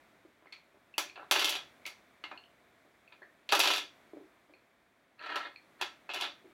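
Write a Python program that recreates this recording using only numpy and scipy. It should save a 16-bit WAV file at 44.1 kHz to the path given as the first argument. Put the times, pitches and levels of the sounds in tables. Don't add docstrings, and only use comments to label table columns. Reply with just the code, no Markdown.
import sys
import numpy as np
from scipy import signal
from scipy.fft import rfft, irfft
from scipy.io import wavfile

SR = 44100
rng = np.random.default_rng(int(sys.argv[2]) if len(sys.argv) > 2 else 0)


def int16_out(signal):
    q = np.round(np.clip(np.atleast_2d(signal).T, -1, 1) * 32767)
    wavfile.write(sys.argv[1], SR, q.astype(np.int16))


N = 287954

# low edge in Hz, high edge in Hz.
PARTS_HZ = [(250, 500), (600, 2000), (2200, 5000), (5500, 8000), (9500, 15000)]
# start in seconds, level in dB, hardness as a corner in Hz.
BUMPS = [(0.249, -56.5, 382), (0.424, -65, 1390), (0.458, -59.5, 1510), (0.744, -62, 800),
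         (2.85, -63.5, 900), (3.219, -58, 900), (4.134, -46, 363), (4.17, -48, 348), (4.206, -56, 372),
         (4.496, -61, 447), (4.538, -64, 793), (6.444, -53.5, 400)]
# frequency in Hz, relative level in dB per Hz.
KNOCK_COLOUR = [(30, -46), (70, -33), (150, -26.5), (240, -19.5), (320, -3.5), (470, -7), (700, -4),
                (1400, -6), (2000, -7.5), (2600, -5), (3600, -1), (5000, -9.5), (7500, -17), (8600, -23),
                (11000, -16), (16000, -26.5)]
# frequency in Hz, relative level in dB per Hz.
SCRAPE_COLOUR = [(40, -26), (200, -18), (330, -5), (480, -6), (700, -3), (1800, 7.5), (2600, -6.5),
                 (4200, -4.5), (5200, -27), (9000, -35), (16000, -43)]
# frequency in Hz, width in Hz, lift in dB.
BOARD_AND_PEG_MODES = [(301, 24, 8.5), (389, 34, 9), (584, 19, 10), (720, 13, 5.5), (820, 70, 3), (994, 59, 5.5),
                       (1327.4, 30, 9), (1713, 64, 5.5), (2133, 17, 9.5), (2390, 8.3, 7), (2486, 35, 9.5),
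                       (2616, 50, 7), (2720, 45, 4.5), (2800, 21, 6.5), (2997, 63, 5.5), (3130, 32, 2),
                       (3370, 13, 9.5), (3413, 6.4, 7), (3450, 12, 4), (3620, 25, 4), (3970, 40, 5.5),
                       (4610, 39, 9.5), (5796, 150, 5)]
# frequency in Hz, time to fall 60 dB in seconds.
ROOM_T60 = [(100, .45), (330, 0.31), (700, 0.21), (1700, 0.29), (3400, 0.25), (6000, 0.28), (12000, 0.17),
            (16000, 0.21)]
# frequency in Hz, relative level in dB per Hz.
AIR_COLOUR = [(15, -69), (25, -40.5), (48, -11.5), (166, -7.5), (242, -4), (277, -4), (384, -4.5),
              (439, -8.5), (695, -3), (775, -8.5), (2280, -8.5), (2840, -19), (3520, -16), (4870, -25),
              (16000, -32)]
# time in seconds, level in dB before the overall gain.
AIR_DRIFT = [(0, -65), (.4, -69), (.9, -68.5), (1.6, -62.5), (2.2, -66.5), (3.4, -68), (4, -64.5),
             (4.75, -70.5), (5.151, -71), (5.7, -65.5), (6.53, -65.5)]
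# start in seconds, lower mode in Hz, its level in dB,
# upper mode's level in dB relative to the lower.
PINGS = [(.47, 2070, -60, -22), (0.5255, 2150, -54.5, 3), (0.9405, 2670, -52.5, -28),
         (1.097, 2420, -53.5, -7), (1.158, 2654, -53, -16), (1.8554, 2220, -44.5, -12),
         (2.24, 2820, -45, -10.5), (2.3755, 2800, -53, -4.5), (2.438, 2940, -61.5, -11),
         (3.077, 2550, -61.5, -16.5), (3.22, 1670, -56.5, -22), (3.229, 1795, -52.5, -24),
         (3.4915, 2420, -45.5, 1), (4.537, 2440, -61.5, -9.5), (5.193, 2620, -57.5, -5),
         (5.458, 3740, -59.5, -0.5), (5.56, 2390, -53, -5), (6.0921, 2570, -51, -7)]
# start in seconds, peg pitch in Hz, clack level in dB,
# board's share in dB relative to the clack, sharp edge's share likewise.
STRIKES = [(0.524, 2350, -50.5, -9.5, -18.5), (0.981, 2320, -31, -3.5, -7.5), (1.158, 2620, -50.5, -3, -33),
           (1.312, 3240, -25.5, -4, -8.5), (1.321, 2580, -32, -5.5, -9), (1.361, 2670, -31, -1, -14),
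           (1.394, 3300, -32, -7, -11.5), (1.423, 2670, -36, -1, -11), (1.445, 3400, -28, -13, -10),
           (1.476, 2770, -37, -5.5, -12.5), (1.493, 3690, -35.5, -13, -5.5),
           (1.854, 2100, -51.5, -10.5, -14.5), (1.864, 2240, -43, -8, -9), (2.239, 2090, -48, 1.5, -20),
           (2.314, 2450, -52, 7, -26), (3.123, 2390, -57, -3, -35), (3.491, 2400, -37, -10.5, -18.5),
           (3.516, 2570, -45, -2, -10.5), (3.523, 2650, -26, 1, -12), (3.532, 2400, -35, 6, -16.5),
           (3.551, 2580, -29, -9.5, -10.5), (3.593, 2560, -33.5, 2.5, -3.5),
           (3.602, 2560, -24.5, -10.5, -12), (3.636, 2840, -32.5, -3, -12.5),
           (3.656, 3390, -31.5, -4, -15.5), (3.674, 3000, -27.5, -8.5, -13.5), (3.71, 3360, -33, -8.5, -13),
           (3.736, 3350, -31, -8.5, -14), (5.263, 2540, -47.5, -4, -30), (5.358, 2830, -38.5, 1, -15),
           (5.813, 2560, -35.5, -2, -13), (5.822, 2600, -36.5, -2.5, -22), (6.092, 2660, -46.5, 3, -22),
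           (6.144, 3520, -41, -4, -11), (6.211, 3440, -36, -8, -13)]
# start in seconds, length in seconds,
# number of bounces, first clack level in dB before scatter, mean board share in dB,
# mean sharp edge share in dB.
RATTLES = [(1.177, 0.053, 4, -65.5, 17, -27), (1.34, 0.22, 16, -36, -8.5, -14.5),
           (3.611, 0.17, 13, -32.5, -7, -13), (5.225, .235, 9, -52.5, 2, -27),
           (6.101, 0.15, 13, -41, -5.5, -20)]
# start in seconds, length in seconds, peak level in dB.
DRAGS = [(5.181, 0.3, -39.5), (5.787, 0.042, -50.5)]

BAND_LIMIT_HZ = 16000
SIZE = 16384
HZ = np.fft.rfftfreq(SIZE, 1 / SR)
AGE_S = np.arange(SIZE) / SR
UPPER_MODE_HZ = 4300
GAP_SHRINK, GAP_SCATTER = 0.97, 0.25
BOUNCE_SCATTER_DB, FADE_DB = 2.5, -4.5
FIRST_NOTE_HZ, LAST_NOTE_HZ = 2660, 3500
THUD_DB = -12
FIZZ_SLOPE, FIZZ_DB = 1.566, 2
DRAG_SKEW, DRAG_ARCH = 1.34, 0.53


def amp(db):
    return 10 ** (np.asarray(db) / 20)


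def evened(x):
    return x / np.sqrt(np.mean(x ** 2) + 1e-20)


def read(points, hz):
    point_hz, value = np.transpose(points)
    return np.interp(np.log(hz + 1), np.log(point_hz + 1), value)


def add(mix, start_s, sound):
    part = mix[round(start_s * SR):][:len(sound)]
    part += sound[:len(part)]


def causal(db):
    log_gain = np.log(amp(np.concatenate([db, db[-2:0:-1]])))
    return np.exp(np.conj(signal.hilbert(log_gain)))[:len(db)]


def lift(hz, width_hz, db):
    return 10 * np.log10(1 + (amp(db) ** 2 - 1) / (1 + (2 * (HZ - hz) / width_hz) ** 2))


def level_db(spectrum):
    energy = 2 * np.sum(abs(spectrum) ** 2) / SIZE
    return 10 * np.log10(energy / (.02 * SR) + 1e-20)


def board_db():
    return sum(lift(*mode) for mode in BOARD_AND_PEG_MODES)


def room_tail(rise_s):
    hz, t, z = signal.stft(rng.standard_normal(SIZE), SR, nperseg=256)
    decay = 1e-3 ** (t / read(ROOM_T60, hz)[:, None])
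    tail = signal.istft(z * decay, SR, nperseg=256)[1][:SIZE]
    tail *= 1 - np.exp(-AGE_S / rise_s)
    return rfft(tail / np.linalg.norm(tail))


def blow(chatter_s=.0026, chatter_db=6, wall_s=.0112, wall_db=-9, room_db=6.5, room_rise_s=0.0023):
    sparse = rng.standard_normal((2, SIZE)) * (rng.random((2, SIZE)) < .2)
    chatter = sparse * np.exp(-AGE_S / (2 * chatter_s))
    chatter /= np.linalg.norm(chatter, axis=1, keepdims=True)
    direct, echo = amp(chatter_db) * rfft(chatter)
    echo = amp(wall_db) * (1 + echo) * np.exp(-2j * np.pi * HZ * wall_s)
    return 1 + direct + echo + amp(room_db) * room_tail(room_rise_s)


def room_tone(gain_db=1):
    colour = amp(read(AIR_COLOUR, np.fft.rfftfreq(N, 1 / SR)))
    air = irfft(rfft(rng.standard_normal(N)) * colour, N)
    drift_db = np.interp(np.arange(N) / SR, *np.transpose(AIR_DRIFT))
    return evened(air) * amp(gain_db + drift_db)


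def fingers(low_hz=270, dry_db=2):
    out = np.zeros(N)
    body_db = read(KNOCK_COLOUR, HZ) + board_db()
    for start_s, db, corner_hz in BUMPS:
        treble_loss = 1 + (HZ / corner_hz) ** 6
        bass_loss = 1 + (low_hz / (HZ + 20)) ** 4
        soft_db = np.maximum(-10 * np.log10(treble_loss * bass_loss), -70)
        hit = (blow() + amp(dry_db)) * causal(body_db + soft_db)
        add(out, start_s, irfft(hit * amp(db - level_db(hit))))
    return out


def pings(width_hz=270, dry_db=5):
    out = np.zeros(N)
    for start_s, pitch_hz, low_db, upper_db in PINGS:
        for hz, db in ((pitch_hz, low_db), (UPPER_MODE_HZ, low_db + upper_db)):
            ring = (blow() + amp(dry_db)) / (1 + 2j * (HZ - hz) / width_hz) ** 2
            add(out, start_s, irfft(ring * amp(db - level_db(ring))))
    return out


def contact(pitch_hz, db, board_share_db, edge_db, ring_width_hz=110, ring_db=5,
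            soft_db=-36, purity=0.93, sharp_db=-46, dulling=0.19):
    fizz_db = FIZZ_SLOPE * edge_db + FIZZ_DB
    parts_db = db + np.array([board_share_db + THUD_DB, board_share_db, 0, edge_db, fizz_db])
    bands = [(HZ > lo) & (HZ < hi) for lo, hi in PARTS_HZ]
    spans_hz = np.ravel([np.geomspace(lo, hi, 6)[[1, -2]] for lo, hi in PARTS_HZ])
    note_db = ring_db + np.clip(purity * (soft_db - db), 0, 10)
    top = np.clip((HZ - 11000) / 3000, 0, 1.5)
    dull_db = top * np.clip(dulling * (sharp_db - parts_db[4]), 0, 12)
    peg_db = lift(pitch_hz, ring_width_hz, note_db)
    hit = blow() * causal(read(KNOCK_COLOUR, HZ) + board_db() + peg_db - dull_db)
    for _ in range(2):
        weights_db = [part_db - level_db(hit[band]) for part_db, band in zip(parts_db, bands)]
        hit = hit * causal(read(np.c_[spans_hz, np.repeat(weights_db, 2)], HZ))
    return irfft(hit)


def pegs():
    out = np.zeros(N)
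    for start_s, *touch in STRIKES:
        add(out, start_s, contact(*touch))
    return out


def rattles(pitch_scatter=0.076, colour_scatter_db=3):
    out = np.zeros(N)
    for start_s, length_s, bounces, db, board_share_db, edge_db in RATTLES:
        chance = rng.standard_normal((round(bounces), 5))
        gaps = GAP_SHRINK ** np.arange(len(chance)) * np.exp(GAP_SCATTER * chance[:, 0])
        progress = (np.cumsum(gaps) - gaps) / np.sum(gaps[:-1])
        for u, (note, force, spot, angle) in zip(progress, chance[:, 1:]):
            mean_hz = FIRST_NOTE_HZ + u * (LAST_NOTE_HZ - FIRST_NOTE_HZ)
            pitch_hz = mean_hz * (1 + pitch_scatter * note)
            strength_db = db + FADE_DB * u + BOUNCE_SCATTER_DB * force
            bounce = contact(pitch_hz, strength_db, board_share_db + colour_scatter_db * spot,
                             edge_db + colour_scatter_db * angle)
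            add(out, start_s + u * length_s, bounce)
    return out


def drag(slips_per_s=380, spread_db=5):
    when = rng.random(N) < slips_per_s / SR
    slips = when * rng.choice([-1, 1], N) * amp(spread_db * rng.standard_normal(N))
    stroke = np.zeros(N)
    for start_s, length_s, db in DRAGS:
        u = np.linspace(0, 1, round(length_s * SR))
        add(stroke, start_s, amp(db) * abs(np.sin(np.pi * u ** DRAG_SKEW)) ** DRAG_ARCH)
    tray = irfft((blow() + 1) * causal(read(SCRAPE_COLOUR, HZ) + board_db()))
    return signal.oaconvolve(evened(slips) * stroke, tray / np.linalg.norm(tray))[:N]


def scene():
    return (room_tone() + fingers() + pings() + pegs() + rattles() + drag())[None]


def record(dry):
    low_pass = signal.firwin(511, BAND_LIMIT_HZ, window=("kaiser", 9), fs=SR)
    return signal.oaconvolve(dry, low_pass[None], "same")


dry = scene()
out = record(dry)
int16_out(out)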